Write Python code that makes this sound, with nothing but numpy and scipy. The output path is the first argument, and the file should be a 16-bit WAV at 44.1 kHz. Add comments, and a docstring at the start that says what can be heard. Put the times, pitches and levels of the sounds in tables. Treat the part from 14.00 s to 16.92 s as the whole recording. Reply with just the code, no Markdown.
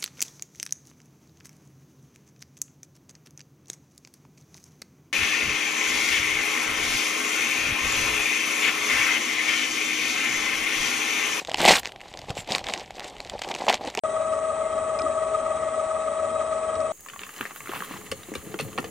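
"""A geared pasta extruder at close range

A 26-tooth pinion on the motor drives a 36-tooth wheel: periodic run-out modulates the tooth tone and its
overtones, which ring the housing. The speed drive whines near 8 kHz as a carrier with sidebands, over motor
tones, resonant noise for the whir and a ringing panel, and one faint hoot. Near 1.0 and 2.8 s the cutter taps
and pieces of pasta drop: sums of decaying modes. Two channels differ in level and phase, with room noise."""
import sys
import numpy as np
from scipy.fft import rfft, irfft, next_fast_len
from scipy.io import wavfile
from scipy.ndimage import uniform_filter1d, map_coordinates

SR = 44100
rng = np.random.default_rng(int(sys.argv[2]) if len(sys.argv) > 2 else 0)


def wav_out(sig):
    """Save sig, one row per channel (or a flat mono array), as 16-bit PCM at SR to the path in sys.argv[1]."""
    wavfile.write(sys.argv[1], SR, np.round(np.clip(np.atleast_2d(sig).T, -1, 1) * 32767).astype(np.int16))


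N = 128772
T = np.arange(N) / SR
MESH_HZ, WHEEL_TEETH, PINION_TEETH = 639.9, 36, 26
# rotation angles of the two gears [rad]
WHEEL = 2 * np.pi * MESH_HZ * T / WHEEL_TEETH
PINION = 2 * np.pi * MESH_HZ * T / PINION_TEETH


def amp(db):
    """The decibel law: level in dB to amplitude ratio."""
    return 10 ** (np.asarray(db) / 20)


def unit(x):
    """Normalization to unit root-mean-square."""
    return x / np.sqrt(np.mean(np.abs(x) ** 2) + 1e-20)


def along(points, hz):
    """Interpolation of (Hz, value) points on a logarithmic frequency axis."""
    f, v = np.transpose(points)
    return np.interp(np.log(hz + 1), np.log(f + 1), v)


def wobble(rate):
    """Smooth random modulation: a spline through random knots, rate of them a second."""
    knots = rng.standard_normal(int(N * rate / SR) + 4)
    return map_coordinates(knots, [T * rate])


def filtered(x, response):
    """Linear filtering: the spectrum is multiplied by a complex response of frequency."""
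    m = next_fast_len(N + SR // 2)
    return irfft(rfft(x, m) * response(np.fft.rfftfreq(m, 1 / SR)), m)[..., :N]


def peak(f, hz, width):
    """The response of a damped resonator, 1 at its centre."""
    return 1j * f * width / (hz * hz - f * f + 1j * f * width)


def tone(db, angle, waver_db):
    """A sinusoid of nominal rms level db, slowly amplitude modulated, from a random phase."""
    level_db = db + waver_db * wobble(14)
    return np.sqrt(2) * amp(level_db) * np.sin(angle + rng.uniform(0, 2 * np.pi))


# moments when the teeth bite harder or softer: start_s (centre of the bell) [s],
# overtone_db [dB], treble_whir_db [dB]
TOOTH_BITES = [(.055, 0, 1), (.22, -0.5, 0.5), (.28, -1.5, -0.5), (.34, 0, 2), (.785, -1, 1), (.9, -3, 0.5),
               (1.35, 3, 2), (1.47, 1, 1.5), (2.03, 2, 0.5), (2.249, 1, 1), (2.415, 2, 2.5),
               (2.535, 2.5, 2.5)]
BITE_S = .014  # standard deviation of the bell


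def bites(column):
    """Transient modulation: Gaussian level changes in dB from one column of the bites."""
    return sum(row[column] * np.exp(-.5 * ((T - row[0]) / BITE_S) ** 2) for row in TOOTH_BITES)


# run-out of the gears: wheel_cycles [per wheel turn], pinion_cycles [per pinion turn], both rounded
# to whole cycles; swell_db [dB], swell_at [deg], sway [deg], sway_at [deg]
FUNDAMENTAL_RUNOUT = [(1, 0, 2.2, 268, 8, 190), (2, 0, .3, 341, 2.1, 64), (0, 1, 1.3, 116, 6, 282),
                      (-1, 1, 1.6, 84, 5, 305), (2, 1, .2, 68, 3, 339)]
SECOND_RUNOUT = [(1, 0, 4, 354, 10, 28), (2, 0, 1.9, 4, 26, 240), (3, 0, 1, 264, 5, 165),
                 (0, 1, 3.2, 45, 14, 5.5), (-0.5, 1, 0.92, 156, 10, 77)]
THIRD_HARMONIC_RUNOUT = [(1, 0, 9, 250, 30, 250), (0, 1, 5, 100, 30, 10)]
# housing resonance rung by each harmonic: pitch_hz [Hz], width_hz [Hz], gain [amplitude ratio]
HOUSING_MODES = [(578, 15.8, 7.54), (1223.5, 33.2, 8), (1948, 49, 1.5)]
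# base level of the tooth force at harmonics 1, 2, 3, ahead of the housing: level_db [dB]
TOOTH_FORCE_DB = [-33, -48, -76]
# tooth-to-tooth scatter of harmonics 1, 2, 3: share [ratio]
TOOTH_SCATTER = [0.12, 0.24, 0.89]
# load on the gears, used relative to its mean: start_s [s], level_db [dB]
GEAR_LOAD = [(0.1, -29), (0.27, -27), (0.56, -30), (1.32, -28.5), (1.49, -29.5), (2.9, -29.5)]


def gears(mesh):
    """Amplitude and phase modulation by run-out: each tooth-rate harmonic swells, sways and rings the housing."""
    load_db = np.interp(T, *np.transpose(GEAR_LOAD))
    load_db = load_db - load_db.mean()
    out = 0
    for k, runout in enumerate([FUNDAMENTAL_RUNOUT, SECOND_RUNOUT, THIRD_HARMONIC_RUNOUT]):
        swell_db, sway = 0, 0
        for wheel_cycles, pinion_cycles, db, swell_at, deg, sway_at in runout:
            turn = round(wheel_cycles) * WHEEL + round(pinion_cycles) * PINION
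            swell_db = swell_db + db * np.cos(turn - np.radians(swell_at))
            sway = sway + np.radians(deg) * np.cos(turn - np.radians(sway_at))
        scatter = 1 + TOOTH_SCATTER[k] * (wobble(90) + 1j * wobble(90))
        bite_db = (k > 0) * bites(column=1)  # the fundamental is left out
        level = amp(TOOTH_FORCE_DB[k] + swell_db + bite_db + load_db)
        force = level * scatter * np.exp(1j * ((k + 1) * mesh + sway))
        hz, width, gain = HOUSING_MODES[k]
        out = out + filtered(np.sqrt(2) * force.real, lambda f: 1 + gain * peak(f, hz, width))
    return out


# harmonics of the motor shaft rate: order [multiple of the shaft rate], level_db [dB rms]
SHAFT_ORDERS = [(20, -61), (31, -61), (35, -60), (46, -41), (61, -64)]
# other tones of the machine: pitch_hz [Hz], level_db [dB rms]
MACHINE_TONES = [(80, -63), (119.9, -64), (240, -61.5), (400.4, -60), (456, -61), (476.2, -60),
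                 (799.9, -61), (1385.5, -63), (1616.6, -64), (1760.3, -68), (1901.9, -65), (2089.9, -66),
                 (3456.4, -72), (3838.3, -70), (7041.5, -71)]
ORDER_WAVER_DB = 1.3


def motor(mesh):
    """Harmonics of rotation: shaft orders locked to the tooth phase, and other tones wavering in level and phase."""
    orders = sum(tone(db, k * mesh / PINION_TEETH, ORDER_WAVER_DB) for k, db in SHAFT_ORDERS)
    others = 0
    for hz, db in MACHINE_TONES:
        angle = 2 * np.pi * hz * T + 0.36 * wobble(5.05)
        others = others + tone(db, angle, waver_db=5.0)
    return orders + others


# ripple sidebands: step [ripple rates from the carrier], level_db [dB rms]
RIPPLE_SIDEBANDS = [(-5, -71), (-3, -63), (-2, -57), (-1, -63), (0, -49.5), (1, -49), (2, -50.5),
                    (3, -54.5)]
# slot sidebands: step [motor orders from the carrier], level_db [dB rms]
SLOT_SIDEBANDS = [(-12, -70), (12, -58.5)]
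# ripple hum: order [multiple of the ripple rate], level_db [dB rms]
RIPPLE_HUM = [(2, -62), (3, -61)]
CARRIER_HZ, RIPPLE_HZ = 7972.87, 100.28
WHINE_WAVER_DB = .7
SWEEP_RAD, SWEEP_MID = -.62, .75  # phase bend [rad per step squared] and its middle [ripple step]


def drive():
    """Modulation sidebands: quadratic phase makes the switching whine slide up in pitch within each ripple."""
    carrier, ripple = 2 * np.pi * CARRIER_HZ * T, 2 * np.pi * RIPPLE_HZ * T
    comb = 0
    for k, db in RIPPLE_SIDEBANDS:
        level = amp(db + WHINE_WAVER_DB * wobble(15))
        bend = SWEEP_RAD * (k - SWEEP_MID) ** 2
        comb = comb + np.sqrt(2) * level * np.cos(carrier + k * ripple + bend)
    shaft = 2 * np.pi * MESH_HZ / PINION_TEETH * T
    slots = sum(tone(db, carrier + k * shaft, waver_db=3.5) for k, db in SLOT_SIDEBANDS)
    hum = sum(tone(db, k * ripple, waver_db=0.6) for k, db in RIPPLE_HUM)
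    return comb + slots + hum


# relative spectrum of the whir: pitch_hz [Hz], level_db [dB per Hz]
WHIR_SPECTRUM = [(15, -47.5), (28, -10.5), (80, -4.5), (165, -12), (240, -4.5), (330, -8), (440, -0.5),
                 (520, -3.5), (760, 0), (930, -3), (1020, -8), (1200, 0), (1420, -12.5), (1730, -14),
                 (2500, -18), (2850, -21), (4000, -25), (4800, -32), (5200, -30.5), (6200, -24),
                 (6800, -20), (7150, -26), (7400, -23), (7600, -28.5), (7750, -22), (8280, -20.5),
                 (8400, -22)]
# resonances in the whir: pitch_hz [Hz], width_hz of each of two passes [Hz], relative level_db [dB]
WHIR_RESONANCES = [(1175, 70, 5), (1942, 90, 0), (2120, 80, -7), (2530, 220, -8), (3200, 150, -9),
                   (3820, 70, -12), (5170, 220, -20), (5750, 60, -17), (6400, 70, -12), (6970, 170, -12)]
# drift of the whir under 520 Hz: start_s [s], level_db [dB]
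BASS_DRIFT = [(.1, -1), (.35, -0.5), (.8, 1), (1.2, 0), (1.35, 0.5), (1.62, 2), (1.72, -0.5), (2.1, -1.5),
              (2.35, 2), (2.6, -1.5), (2.85, 1.5)]
WHIR_DB, PEAKS_DB = -37.5, -46  # rms levels of the broad noise and of the resonances together
WHIR_SWELL_DB, WHIR_SWELL_DEG = 1.3, 317
RASP_DB, RASP_PER_S = 2.5, 45  # each resonance flutters on its own: depth, knots a second


def whir():
    """Filtered noise of bearing, fan and teeth, its treble swelling each wheel turn; one close, two for the room."""
    turn_db = WHIR_SWELL_DB * np.cos(WHEEL - np.radians(WHIR_SWELL_DEG))
    swell = amp(turn_db + bites(column=2) + 0.37 * wobble(7.9) + 0.87 * wobble(300))
    noise = rng.standard_normal((4, N))
    bass = filtered(noise, lambda f: f < 1100)
    low = filtered(noise, lambda f: f < 520)
    drift = amp(np.interp(T, *np.transpose(BASS_DRIFT)))
    noise = drift * low + (bass - low) + swell * (noise - bass)
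    broad = filtered(noise[:3], lambda f: amp(along(WHIR_SPECTRUM, f)))
    broad = amp(WHIR_DB) * broad / np.std(broad[0])
    rings = 0
    for hz, width, db in WHIR_RESONANCES:
        ring = filtered(noise[3], lambda f: peak(f, hz, width) ** 2)
        rings = rings + amp(db + RASP_DB * wobble(RASP_PER_S)) * ring
    return broad[0] + amp(PEAKS_DB) * unit(rings), broad[1:]


# swell of the panel: wheel_cycles [per wheel turn], pinion_cycles [per pinion turn],
# swell_db [dB], swell_at [deg]
PANEL_RUNOUT = [(-1, 1, 6, 140), (2, -1, 2, 294)]
PANEL_HZ, PANEL_WIDTH_HZ, PANEL_DB = 582, 30, -41  # width of each of two passes; rms level


def panel():
    """Resonance under random excitation: a panel rings with noise that swells as the two run-outs meet."""
    swell_db = 0
    for wheel_cycles, pinion_cycles, db, at in PANEL_RUNOUT:
        turn = wheel_cycles * WHEEL + pinion_cycles * PINION
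        swell_db = swell_db + db * np.cos(turn - np.radians(at))
    noise = amp(swell_db) * rng.standard_normal(N)
    ring = filtered(noise, lambda f: peak(f, PANEL_HZ, PANEL_WIDTH_HZ) ** 2)
    return amp(PANEL_DB) * unit(ring)


BLOW_SCATTER_DB, BLOW_DETUNE = 1.5, .012  # spread of mode level, and of mode pitch as a ratio


def struck(rows, modes, low_hz, middle_hz, attack_s, crack, flutter_s):
    """Modal synthesis: blows excite decaying modes and a short crack; rough blows scrape, so modes flutter and spread."""
    out, t = np.zeros(N + SR), T[:SR // 4]
    for start_s, db, low_db, middle_db, rough in rows:
        ring, rough = 0, np.clip(rough, 0, 1)
        for hz, level, t60 in modes:
            extra_db = low_db if hz < low_hz else middle_db if hz < middle_hz else 0
            level = level + extra_db + rng.normal(0, BLOW_SCATTER_DB)
            flutter = unit(uniform_filter1d(rng.standard_normal(len(t)), size=round(flutter_s * SR)))
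            envelope = amp(level - 60 * t / t60) * (1 - rough + rough * flutter)
            ring = ring + envelope * np.sin(2 * np.pi * hz * rng.normal(1, BLOW_DETUNE) * t)
        snap = crack * amp(-60 * t / 0.011) * rng.standard_normal(len(t))
        blow = ring * (1 - np.exp(-t / attack_s)) + snap
        out[round(start_s * SR):][:len(t)] += amp(db) * blow
    return out[:N]


# cutter taps: start_s [s], level_db scaling the blow [dB], low_mode_extra_db [dB],
# middle_mode_extra_db [dB], roughness [0-1]
CUTTER_TAPS = [(.9895, -28.5, -3, -6, .3), (.9915, -37, 10, -3, .2), (.995, -39, 11, 2, .3),
               (1.0181, -30.5, -14, -4, .25), (2.7546, -38, -8, 5, .35), (2.8044, -39.5, -12, -4, .6)]
# modes of the blade: pitch_hz [Hz], relative level_db [dB], t60 [s]
BLADE_MODES = [(1420, -6, .03), (2380, 0, .02), (2850, -6, .016), (3500, -6, .012), (4280, -2, .018),
               (5200, 3, .015), (5650, -3, .012), (6500, -9, .008)]


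def cutter():
    """Impact on a stiff body: each tap cracks and rings the short, high modes of the blade."""
    return struck(CUTTER_TAPS, BLADE_MODES, low_hz=2600, middle_hz=4600,
                  attack_s=0.00059, crack=1.1, flutter_s=.0015)


# falling pasta: start_s [s], level_db scaling the blow [dB], low_mode_extra_db [dB],
# middle_mode_extra_db [dB], roughness [0-1]
PASTA_DROPS = [(1.008, -33.5, 1, -4, .1), (1.04, -30.5, -14, 1, .1), (1.072, -38, -5, 0, .2),
               (2.765, -38, 2, -3, .2), (2.8, -38, 0, -3, .2)]
# modes of the tray: pitch_hz [Hz], relative level_db [dB], t60 [s]
TRAY_MODES = [(85, 0, .1), (230, -8, .06), (290, -1, .09), (345, 0, .1), (410, -5, .06)]


def drops():
    """Soft impact: a slower attack without a crack rings the low modes of the tray."""
    return struck(PASTA_DROPS, TRAY_MODES, low_hz=150, middle_hz=320,
                  attack_s=0.0017, crack=0, flutter_s=0.013)


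HOOT_S, HOOT_LENGTH_S, HOOT_DB = 1.305, 0.077, -40  # start, duration, rms level at the crest
HOOT_HZ, HOOT_RISE_HZ = 415, 60


def hoot():
    """Frequency modulation: a faint low tone swells once and bends up towards its end."""
    u = np.clip((T - HOOT_S) / HOOT_LENGTH_S, 0, 1)
    angle = 2 * np.pi * np.cumsum(HOOT_HZ + HOOT_RISE_HZ * u ** 3) / SR
    envelope = np.sqrt(np.sin(np.pi * u).clip(0))
    return envelope * tone(HOOT_DB, angle, waver_db=1.5)


# room sound against the whir: pitch_hz [Hz], level_db [dB]
ROOM_SPECTRUM = [(30, -67.5), (100, -32.5), (300, -17), (1000, -6.5), (2500, -6), (4000, 1), (4800, 0),
                 (5500, -16.5), (8000, 2.5)]


def room(noises):
    """Diffuse field: a separate noise in each channel, coloured by the room."""
    return filtered(noises, lambda f: amp(along(ROOM_SPECTRUM, f)))


# level of the left channel over the right: pitch_hz [Hz], level_db [dB]
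LEFT_OVER_RIGHT = [(60, 0.0), (84, 0.0), (120, 0.5), (160, 0.5), (230, 1.0), (320, 1.5), (440, 1.5),
                   (620, 7.0), (870, 3.0), (1210, 2.0), (1690, -0.5), (2360, -0.5), (3300, 2.5),
                   (4610, 0.5), (6430, 0.0), (8980, 0.0)]
# phase lead of the left channel over the right: pitch_hz [Hz], lead [rad]
LEFT_PHASE_LEAD = [(0, 0), (430, 0.1), (690, -0.3), (1380, -0.7), (1720, 0.0), (2410, 0.7), (2840, 1.4),
                   (3530, 0.3), (3960, 0.5), (4480, 1.3), (4820, 3.3), (5250, 6.2), (6370, 7.2),
                   (8180, 8.4), (8530, 9.3), (9130, 9.4)]


def two_channels(mono):
    """Interchannel level and phase differences, shared equally between left and right."""
    def responses(f):
        left = amp(along(LEFT_OVER_RIGHT, f) / 2) * np.exp(.5j * along(LEFT_PHASE_LEAD, f))
        return np.array([left, 1 / left])
    return filtered(mono, responses)


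SPEED_WANDER_RAD = .3  # slow wander of the tooth phase


def scene():
    """Superposition: all close sources share one pair of channel responses, and the room adds unrelated noise."""
    mesh = 2 * np.pi * MESH_HZ * T + SPEED_WANDER_RAD * wobble(2)
    near, room_noises = whir()
    machine = gears(mesh) + motor(mesh) + drive() + near + panel()
    return two_channels(machine + cutter() + drops() + hoot()) + room(room_noises)


START_S, TOP_HZ = .0363, 8380


def record(dry):
    """Band limitation: sound begins after a moment of silence and nothing is kept above the top frequency."""
    return filtered(dry * (T > START_S), lambda hz: hz < TOP_HZ)


dry = scene()
out = record(dry)
wav_out(out)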